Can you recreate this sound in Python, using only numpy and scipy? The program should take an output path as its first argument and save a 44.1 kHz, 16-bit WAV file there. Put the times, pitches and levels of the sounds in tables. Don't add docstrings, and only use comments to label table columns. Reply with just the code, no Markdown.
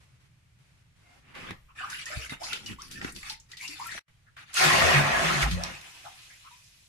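import sys
import numpy as np
from scipy import signal
from scipy.fft import rfft, irfft
from scipy.io import wavfile
from scipy.ndimage import uniform_filter1d

SR = 44100
rng = np.random.default_rng(int(sys.argv[2]) if len(sys.argv) > 2 else 0)


def unload_audio(sound):
    columns = np.transpose(np.atleast_2d(sound))
    steps = np.round(np.clip(columns, -1, 1) * 32767)
    wavfile.write(sys.argv[1], SR, steps.astype(np.int16))


N = 303496
TIME = np.arange(N) / SR


def amp(db):
    return 10 ** (np.asarray(db) / 20)


def unit(x):
    return x / np.sqrt(np.mean(x ** 2) + 1e-20)


def read(points, hz):
    f, value = np.transpose(points)
    return np.interp(np.log(hz + 1), np.log(f + 1), value)


def level(rows):
    return amp(np.interp(TIME, *np.transpose(rows)))


def during(start_s, end_s, fade_s=0.0041):
    inside_s = np.minimum(TIME - start_s, end_s - TIME)
    return np.clip(inside_s / fade_s + .5, 0, 1)


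def shaped(x, gain):
    hz = np.fft.rfftfreq(x.shape[-1], 1 / SR) + 1
    return unit(irfft(rfft(x) * gain(hz), x.shape[-1]))


def coloured(x, colour):
    return shaped(x, lambda hz: amp(read(colour, hz)))


def add(mix, start_s, sound):
    part = mix[:, max(round(start_s * SR), 0):][:, :sound.shape[-1]]
    part += sound[..., :part.shape[1]]


def bass_noise(colour, apart):
    mid, side = rng.standard_normal((2, N))
    width = np.minimum(np.fft.rfftfreq(N, 1 / SR) / 130, 1.6)
    side = apart * irfft(rfft(side) * width, N)
    return coloured(np.array([mid + side, mid - side]), colour)


def bubble(hz, t60_s, rise_oct_per_s, swell_s, lead_rad=0):
    t = np.arange(int((swell_s + t60_s) * SR) + 8) / SR
    turns = np.cumsum(hz * 2 ** np.minimum(rise_oct_per_s * t, 1)) / SR
    swell = np.sin(np.pi / 2 * np.minimum(t / swell_s, 1)) ** 2
    decay = 1000. ** (-np.maximum(t - swell_s, 0) / t60_s)
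    ear_phase = np.array([[lead_rad], [-lead_rad]]) / 2
    return swell * decay * np.sin(2 * np.pi * turns + ear_phase)


def cloud(rate, spread_db, cycles, mist, count=400):
    out = np.zeros((2, N))
    for hz, (length, bend, lead) in zip(np.geomspace(300, 14500, count), rng.random((count, 3))):
        t60_s = cycles * (.5 + length) / np.sqrt(hz * 2000)
        ring = bubble(hz, t60_s, 0.56 * bend / t60_s, 1 / hz, 2 * np.pi * lead)
        number = int(rate * TIME[-1] / count * hz / 2000) + 1
        starts_s = rng.uniform(0, TIME[-1], number)
        sizes = amp(spread_db * np.minimum(rng.exponential(1, number), 3))
        for start_s, size in zip(starts_s, sizes):
            add(out, start_s, size * hz ** .25 * ring)
    return unit(out) + mist * rng.standard_normal((2, N))


def chamber(x, wet_db):
    # (f/Hz, t60/s)
    decay = [(100, 0.32), (500, 0.24), (2000, 0.28), (6000, 0.2), (15000, 0.13)]
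    taps = rng.standard_normal((2, SR // 2)) * (rng.random((2, SR // 2)) < .1)
    taps[:, :130] = 0
    hz, t, z = signal.stft(taps, SR, nperseg=256)
    fall = 1000. ** (-t / read(decay, hz)[:, None])
    tail = signal.istft(z * fall, SR, nperseg=256)[1]
    tail /= np.linalg.norm(tail, axis=1, keepdims=True)
    wet = signal.fftconvolve(x, tail, axes=1)[:, :N]
    return (x + amp(wet_db) * wet) / np.hypot(1, amp(wet_db))


def water(flow, colour, grains):
    tone = coloured(grains, colour)
    deep = shaped(tone, lambda hz: 1 / np.hypot(1, (hz / 1200) ** 6))
    body = shaped(tone, lambda hz: 1 / (1 + (1200 / hz) ** 10 + (hz / 3500) ** 10))
    spray = shaped(tone, lambda hz: 1 / np.hypot(1, (3500 / hz) ** 6))
    return sum(part * gain for part, gain in zip((deep, body, spray), flow))


def surge(length_s, attack_s):
    sag_db_per_s, release_db_per_s = 7.5, 431
    runoff_db, runoff_db_per_s = -22, 63.5
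    t = np.arange(SR) / SR
    after = np.maximum(t - length_s, 0)
    release = np.maximum(amp(-release_db_per_s * after), amp(runoff_db - runoff_db_per_s * after))
    return np.minimum(t / attack_s, 1) * amp(-sag_db_per_s * t) * release


def stirring():
    # (f/Hz, density/dB per Hz)
    slosh_colour = [(150, -36), (250, 0.5), (450, -8.5), (750, -4.5), (1100, -4), (1500, -2.5), (2500, 0),
                    (3500, -6), (5200, -5.5), (8300, -11), (11200, -12), (13000, -23), (15000, -30.5)]
    smooth_until_s, broken_from_s, smooth_bubble_share = 1.3, 1.75, 0.18
    bubbling = chamber(cloud(rate=1100, spread_db=6.0, cycles=32.0, mist=0.44), wet_db=2.5)
    swish = rng.standard_normal((2, N))
    broken = np.interp(TIME, [smooth_until_s, broken_from_s], [smooth_bubble_share, 1])
    grains = np.sqrt(broken) * unit(bubbling) + np.sqrt(1 - broken) * swish
    return water(stroke_flow(), slosh_colour, grains)


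def stroke_flow():
    # (start/s, length/s, attack/s, level/dB, deep/dB re level, spray/dB re level)
    strokes = [(0.96, 0.23, 0.18, -63.5, 0, -3.5), (1.21, 0.12, .1, -55.5, -5, -13.5),
               (1.336, 0.18, 0.026, -43.5, -7, -13), (1.748, 0.17, 0.052, -44.5, -13.5, -9),
               (1.882, 0.15, 0.034, -42, -25, -4), (2.054, 0.21, 0.014, -44, -13, -1),
               (2.294, 0.043, 0.0067, -43, -16, -5), (2.394, 0.18, 0.041, -48, -2.5, 4),
               (2.567, 0.1, 0.026, -57, -6.5, 2.5), (2.66, 0.07, 0.026, -46, -11, -4.5),
               (2.779, .11, 0.029, -60.5, -10, 9), (2.898, .1, 0.011, -51.5, -22, -1),
               (3.001, 0.091, 0.027, -47, -5.5, -1), (3.144, 0.091, 0.0094, -57, -18, 7.5),
               (3.218, 0.11, 0.053, -43, -21, -2), (3.485, 0.061, 0.022, -57, -14, -2),
               (3.577, 0.17, .05, -53, -12.5, 8), (3.738, 0.2, 0.04, -49, -24, -0.5),
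               (3.813, 0.2, 0.037, -47.5, -10.5, -1), (4.36, 0.075, 0.027, -50, -14, -10),
               (4.453, 0.096, 0.047, -53, -16, -8)]
    power = np.zeros((3, N))
    for start_s, length_s, attack_s, db, deep_db, spray_db in strokes:
        gains = amp([db + deep_db, db, db + spray_db])
        add(power, start_s, np.outer(gains, surge(length_s, attack_s)) ** 2)
    return np.sqrt(power)


def pouring():
    # (f/Hz, density/dB per Hz)
    pour_colour = [(150, -26), (270, -23.5), (360, -7.5), (440, -8.5), (680, 3), (1100, -4), (1700, 0),
                   (2600, -2), (3400, -10), (6500, -14), (8300, -18), (10800, -19.5), (13000, -28),
                   (15000, -41.5)]
    foam_colour = [(150, -9), (300, -6.5), (500, -9), (800, -3), (1300, -7), (2400, -0.5), (3500, -5),
                   (6500, -6.5), (8300, -9.5), (10800, -9), (13000, -18), (15000, -25)]
    churn = chamber(cloud(rate=3800, spread_db=2.5, cycles=25.0, mist=.5), wet_db=0)
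    churn = lumpy(churn, patchy_db=1.5)
    fizz = chamber(cloud(rate=890, spread_db=4.5, cycles=11.6, mist=1.0), wet_db=5.5)
    stream = water(pour_flow(), pour_colour, shaped(churn, basin))
    return stream + water(foam_flow(), foam_colour, fizz)


def pour_flow():
    # (t/s, level/dB, deep/dB re level, spray/dB re level)
    pour = [(4.53, -56.5, -11, 8.5), (4.572, -27.5, -17.5, 2.5), (4.612, -25, -4, -1),
            (4.982, -22.5, -2, -8.5), (5.036, -29, -0.5, -8), (5.148, -26, -5, -10.5),
            (5.23, -30.5, 2.5, -3.5), (5.284, -25.5, -5, -8.5), (5.402, -31.5, -3, -4),
            (5.43, -25, -5.5, -7), (5.466, -37, 0, -8), (5.528, -39.5, -15, 0), (5.578, -49, 3.5, 0.5),
            (5.664, -41, -3, -6), (5.82, -55.5, -3, 3)]
    t, db, deep_db, spray_db = np.transpose(pour)
    gains = [level(np.c_[t, db + share_db]) for share_db in (deep_db, 0, spray_db)]
    return np.array(gains) * during(t[0], t[-1])


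def lumpy(x, patchy_db):
    z = signal.stft(x, nperseg=1024, noverlap=768)[2]
    clumps = uniform_filter1d(rng.standard_normal(z.shape[1:]), size=7, axis=0)
    clumps = uniform_filter1d(clumps, size=7, axis=1)
    return signal.istft(z * amp(patchy_db * unit(clumps)), nperseg=1024, noverlap=768)[1][:, :N]


def basin(hz):
    # (centre f/Hz, width/Hz, lift/dB)
    modes = [(369, 19, 7), (614, 23, -2.5), (687, 38, 2.5), (760, 26, -3.5), (1080, 180, 6), (1360, 27, 0),
             (1684, 27, 6), (2050, 53, 1)]
    return 1 + sum((amp(db) - 1) / (1 + (2 * (hz - centre_hz) / width_hz) ** 2)
                   for centre_hz, width_hz, db in modes)


def foam_flow():
    start_s, life_s, fade_power = 5.81, 0.93, 1.5
    body_db, deep_db, spray_db = -52.5, -9, -1
    # (deep/dB, body/dB, spray/dB)
    loss_db = (23.5, 16, 7.5)
    age = np.maximum(TIME - start_s, 0) / life_s
    fresh_db = body_db + np.array([[deep_db], [0], [spray_db]])
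    return amp(fresh_db - np.outer(loss_db, age ** fade_power)) * during(start_s, np.inf)


def gurgles(width=0.19):
    # (start/s, length/s, first f/Hz, last f/Hz, dry level/dB)
    swarms = [(1.68, 0.055, 1150, 1253, -58.5), (1.683, 0.046, 2500, 2610, -64.5),
              (1.771, .11, 1750, 1124, -39), (1.83, 0.17, 1305, 2120, -44), (2.09, 0.091, 593, 700, -48),
              (2.109, 0.049, 1349, 1622, -39), (2.202, 0.063, 2500, 2860, -42),
              (2.401, 0.054, 618, 1224, -42.5), (2.471, 0.12, 2540, 2890, -40.5),
              (3.578, 0.12, 2050, 2843, -43), (3.609, 0.066, 999, 956, -52.5),
              (3.69, .067, 2200, 2463, -45.5), (3.783, 0.0653, 880, 1192, -39.5),
              (3.87, .125, 1803, 2200, -44.5), (4.258, .05, 1740, 1500, -60.5),
              (4.8, 0.13, 598, 431, -30.5), (5.559, 0.0844, 480, 765, -42),
              (5.719, 0.072, 2410, 2640, -48.5), (6.033, 0.072, 644, 858, -48),
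              (6.041, 0.054, 1493, 1032, -48), (6.287, 0.072, 1850, 2100, -54.5),
              (6.437, 0.064, 1057, 1370, -51.5)]
    out = np.zeros((2, N))
    for start_s, length_s, first_hz, last_hz, db in swarms:
        pitch_hz = np.geomspace(first_hz, last_hz, int(length_s * SR))
        jostle = shaped(rng.standard_normal((4, 8192)),
                        lambda hz: 1 / (1 + (hz / (width * first_hz)) ** 4))[:, :len(pitch_hz)]
        carrier = np.exp(2j * np.pi * np.cumsum(pitch_hz) / SR)
        swarm = ((jostle[:2] + 1j * jostle[2:]) * carrier).real
        add(out, start_s, amp(db) * unit(swarm) * signal.windows.tukey(len(pitch_hz), .7))
    return chamber(out, wet_db=-10.5)


def plops():
    # (start/s, f/Hz, dry peak/dB, t60/s, rise/octaves per s)
    single_bubbles = [ (1.78, 2310, -41, .032, 16), (1.785, 1740, -35.5, .05, 3),
                      (1.805, 759, -48, 0.49, 2.5), (1.835, 1208, -27.5, 0.056, 1.5),
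                      (1.926, 1486, -32, .05, 4.5), (2.062, 1794, -31, 0.083, 7),
                      (2.1, 601, -42, 0.44, 0.7), (2.293, 2036, -34, 0.041, 3),
                      (2.303, 3800, -33, .016, -4), (2.414, 687, -32.5, 0.029, 2.5),
                      (2.522, 1380, -30.5, 0.037, 5), (2.66, 2880, -32, 0.043, 2),
                      (2.784, 1003, -39, 0.13, 17.5), (2.955, 1770, -41, 0.14, 1),
                      (3.301, 858, -39.5, 0.083, 3.5), (3.532, 1950, -37, 0.028, -1),
                      (3.608, 2250, -34.5, 0.025, 1), (3.646, 2643, -34.5, 0.096, 5.5),
                      (3.689, 290, -44, 0.12, 3.5), (3.796, 924, -40, .16, 4),
                      (3.858, 1344, -34.5, .06, 0.5), (3.89, 1830, -31.5, 0.054, 4.5),
                      (3.948, 645, -44, 0.053, -1), (4.567, 1424, -21, 0.066, -3),
                      (4.608, 743, -24, 0.56, 1), (4.632, 364, -34, 0.62, -0.5),
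                      (4.815, 667, -19, 0.084, 0), (4.912, 603, -23, 0.073, 7),
                      (5.575, 548, -37.5, 0.1, 1.5), (5.655, 674, -46, 0.14, 1.5),
                      (5.739, 2470, -43, .097, 3), (6.068, 737, -43, 0.072, 5), (6.508, 923, -52, 0.2, 4)]
    out = np.zeros((2, N))
    leads_rad = rng.uniform(-np.pi / 2, np.pi / 2, len(single_bubbles))
    for (start_s, hz, db, t60_s, rise), lead_rad in zip(single_bubbles, leads_rad):
        add(out, start_s, amp(db) * bubble(hz, t60_s, rise, swell_s=0.0048, lead_rad=lead_rad))
    return chamber(out, wet_db=-3.0)


def slaps():
    # (start/s, relative level/dB, centre f/Hz, width/octaves, t60/s)
    sheets = [(1.3518, -41, 2720, 0.58, 0.021), (1.5072, -30.5, 1240, 0.83, .017),
              (1.9, -42, 5630, .56, 0.12), (2.056, -37, 6300, 0.4, 0.05), (2.2942, -41, 2800, 0.76, .043),
              (2.321, -39.5, 940, 0.92, 0.054), (2.432, -38.5, 4750, .27, 0.26),
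              (2.53, -24.5, 3130, 0.55, 0.039), (2.66, -39.5, 5100, 0.45, 0.094),
              (2.819, -35, 5530, 0.14, 0.02), (2.912, -43, 5060, 1, 0.14),
              (3.0141, -30.5, 1960, 0.37, .021), (3.0453, -29, 1800, 0.5, 0.037),
              (3.121, -45.5, 8800, 0.47, 0.06), (3.161, -40.5, 3530, 0.99, 0.046),
              (3.23, -35, 2100, 0.23, .022), (3.297, -32, 4440, 0.32, 0.071),
              (3.399, -49.5, 6450, .29, 0.049), (3.516, -43, 4040, 0.68, 0.055),
              (3.569, -45.5, 4020, 0.77, 0.14), (3.678, -35, 4900, .42, 0.053),
              (3.868, -40, 11000, 0.3, 0.042), (3.976, -34, 1560, 0.71, 0.039),
              (4.366, -46.5, 1550, 0.59, 0.17), (4.541, -30, 7800, 0.42, .03),
              (4.638, -22, 2440, 1.3, 0.18), (4.821, -22, 1400, .83, 0.026), (5.418, -33, 4300, 1.3, 0.14),
              (5.511, -34, 3500, .79, 0.088), (5.636, -20, 5000, 0.47, 0.013)]
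    out, t = np.zeros((2, N)), np.arange(8192) / SR
    for start_s, db, centre_hz, octaves, t60_s in sheets:
        drops = rng.standard_normal((2, len(t))) * amp(2.4 * rng.standard_normal(len(t)))
        burst = shaped(drops, lambda hz: 1 / (1 + (np.log2(hz / centre_hz) / octaves) ** 2)
                       / np.hypot(1, hz / 9000))
        envelope = np.minimum(t / 0.0011, 1) * 1000. ** (-t / t60_s)
        add(out, start_s, amp(db) * burst * envelope)
    return amp(3.5) * chamber(out, wet_db=-6.0)


def gulps():
    # (start/s, f/Hz, peak/dB, t60/s)
    pockets = [(2.15, 66, -34, 0.25), (2.169, 116, -29, 0.063), (2.319, 256, -34.5, 0.045),
               (2.705, 232, -36.5, 0.084), (3.047, 254, -24, 0.023), (4.639, 155.5, -26.5, 0.35),
               (4.802, 84.8, -26.5, 0.48), (4.93, 142.9, -18.5, 0.4), (4.94, 52.5, -40, .4),
               (5.089, 56, -38.5, 0.81), (5.209, 161.6, -30.5, 0.54), (5.328, 142.4, -28, 0.62),
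               (5.406, 53.1, -23, 0.53), (5.495, 177.8, -28, 0.42), (5.509, 88.4, -25.5, .32)]
    # (f/Hz, phase/rad)
    ear_lead = [(55, .2), (87, 1.76), (143, 0.73), (255, 1.37)]
    swell_share = .1
    out = np.zeros((2, N))
    for start_s, hz, db, t60_s in pockets:
        add(out, start_s, amp(db) * bubble(hz, t60_s, 0, swell_share * t60_s, read(ear_lead, hz)))
    return out


def depths():
    # (crest/s, level/dB, swell time constant/s)
    heaves = [(1.44, -48, 0.076), (1.512, -39.5, 0.016), (2.18, -49.5, 0.021), (2.325, -44, 0.015),
              (2.53, -51, 0.028), (2.729, -42, 0.07), (2.97, -53, .1), (3.06, -41, 0.082),
              (3.175, -48, 0.047), (3.7, -62.5, 0.13), (3.96, -58, 0.079)]
    # (f/Hz, density/dB per Hz)
    heave_colour = [(20, -14), (55, -4), (100, 0.5), (160, 2), (220, 0.5), (280, -5), (380, -7.5),
                    (600, -26), (1500, -66.5)]
    low_colour = [(15, -0.5), (30, -3.5), (55, 6), (80, -12.5), (140, -28), (400, -41)]
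    fall_s, wake_db = 0.021, -20
    plunge_db, plunge_delay_s, plunge_power = -21, 0.053, 0.65
    plunge_end_s, plunge_fade_s = 5.75, 0.13
    low_db, low_lag_s, low_floor_db = -6, 0.14, -75.5

    heave = amp(wake_db) * stroke_flow()[1]
    for crest_s, db, swell_s in heaves:
        time_constants = np.maximum((crest_s - TIME) / swell_s, (TIME - crest_s) / fall_s)
        heave = np.hypot(heave, amp(db) * np.exp(-time_constants))
    arriving = np.interp(TIME - plunge_delay_s, TIME, pour_flow()[1])
    plunge = amp(plunge_db) * arriving ** plunge_power * during(0, plunge_end_s, plunge_fade_s)
    low_gain = amp(low_floor_db) + amp(low_db) * lagging(heave, low_lag_s)
    heaving = bass_noise(heave_colour, apart=0.45) * (heave + plunge)
    return heaving + bass_noise(low_colour, apart=0.27) * low_gain


def lagging(gain, lag_s):
    keep = np.exp(-1 / (lag_s * SR))
    return signal.lfilter([1 - keep], [1, -keep], gain)


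def squeak(waver=0.022):
    start_s, length_s, pitch_hz = 1.03, 0.12, 700
    harmonics_db = (-62.5, -72, -63, -75)
    out, window = np.zeros((2, N)), signal.windows.tukey(int(length_s * SR), .6)
    wobble = unit(uniform_filter1d(rng.standard_normal(SR), size=300))[:len(window)]
    turns = np.cumsum(pitch_hz * (1 + waver * wobble)) / SR
    tone = sum(amp(db) * np.sin(2 * np.pi * k * turns) for k, db in enumerate(harmonics_db, 1))
    add(out, start_s, window * tone)
    return chamber(out, wet_db=1)


def background():
    # (f/Hz, density/dB per Hz)
    hiss_colour = [(100, -2.5), (400, -4), (900, -4.5), (2300, -0.5), (3500, -5.5), (8000, -11.5),
                   (11000, -14.5), (13000, -24), (15000, -31)]
    rumble_colour = [(15, -18), (40, -14), (60, -1), (85, -1), (115, 3.5), (155, -3), (210, -17),
                     (320, -25.5), (800, -63)]
    # (start/s, length/s, level/dB)
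    noise_swells = [(0, .04, -63), (.05, 0.12, -69.5), (0.196, .07, -67.5), (0.583, 0.24, -69),
                    (0.956, 0.27, -68.5)]
    rumble_db, drift_db_per_s, hiss_db = -62, -0.72, -70.5
    hiss, swell_noise = coloured(rng.standard_normal((2, 2, N)), hiss_colour)
    rumble = bass_noise(rumble_colour, apart=0.3) * amp(rumble_db + drift_db_per_s * TIME)
    swell_power = np.zeros((1, N))
    for start_s, length_s, db in noise_swells:
        add(swell_power, start_s, (amp(db) * surge(length_s, attack_s=0.0083)) ** 2)
    return rumble + amp(hiss_db) * hiss + swell_noise * np.sqrt(swell_power)


def scene():
    # (t/s, left minus right/dB)
    slosh_side = [(0, 2), (1.5, -1.5), (2.2, .5), (3.2, 0), (3.7, 2.5), (4.3, 1)]
    place = level(slosh_side) ** np.array([[.5], [-.5]])
    stirred = place * (stirring() + gurgles() + plops() + slaps())
    return stirred + pouring() + gulps() + depths() + squeak() + background()


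def record(dry):
    # (start/s, end/s)
    silence = (3.994, 4.08)
    hush = (4.02, 4.065)
    silence_db, hush_db, edge_hz = -19, -19, 15200
    gated = dry * amp(silence_db * during(*silence) + hush_db * during(*hush, fade_s=.016))
    lowpass = signal.firwin(511, edge_hz, window=("kaiser", 9), fs=SR)
    return signal.oaconvolve(gated, lowpass[None], "same")


dry = scene()
out = record(dry)
unload_audio(out)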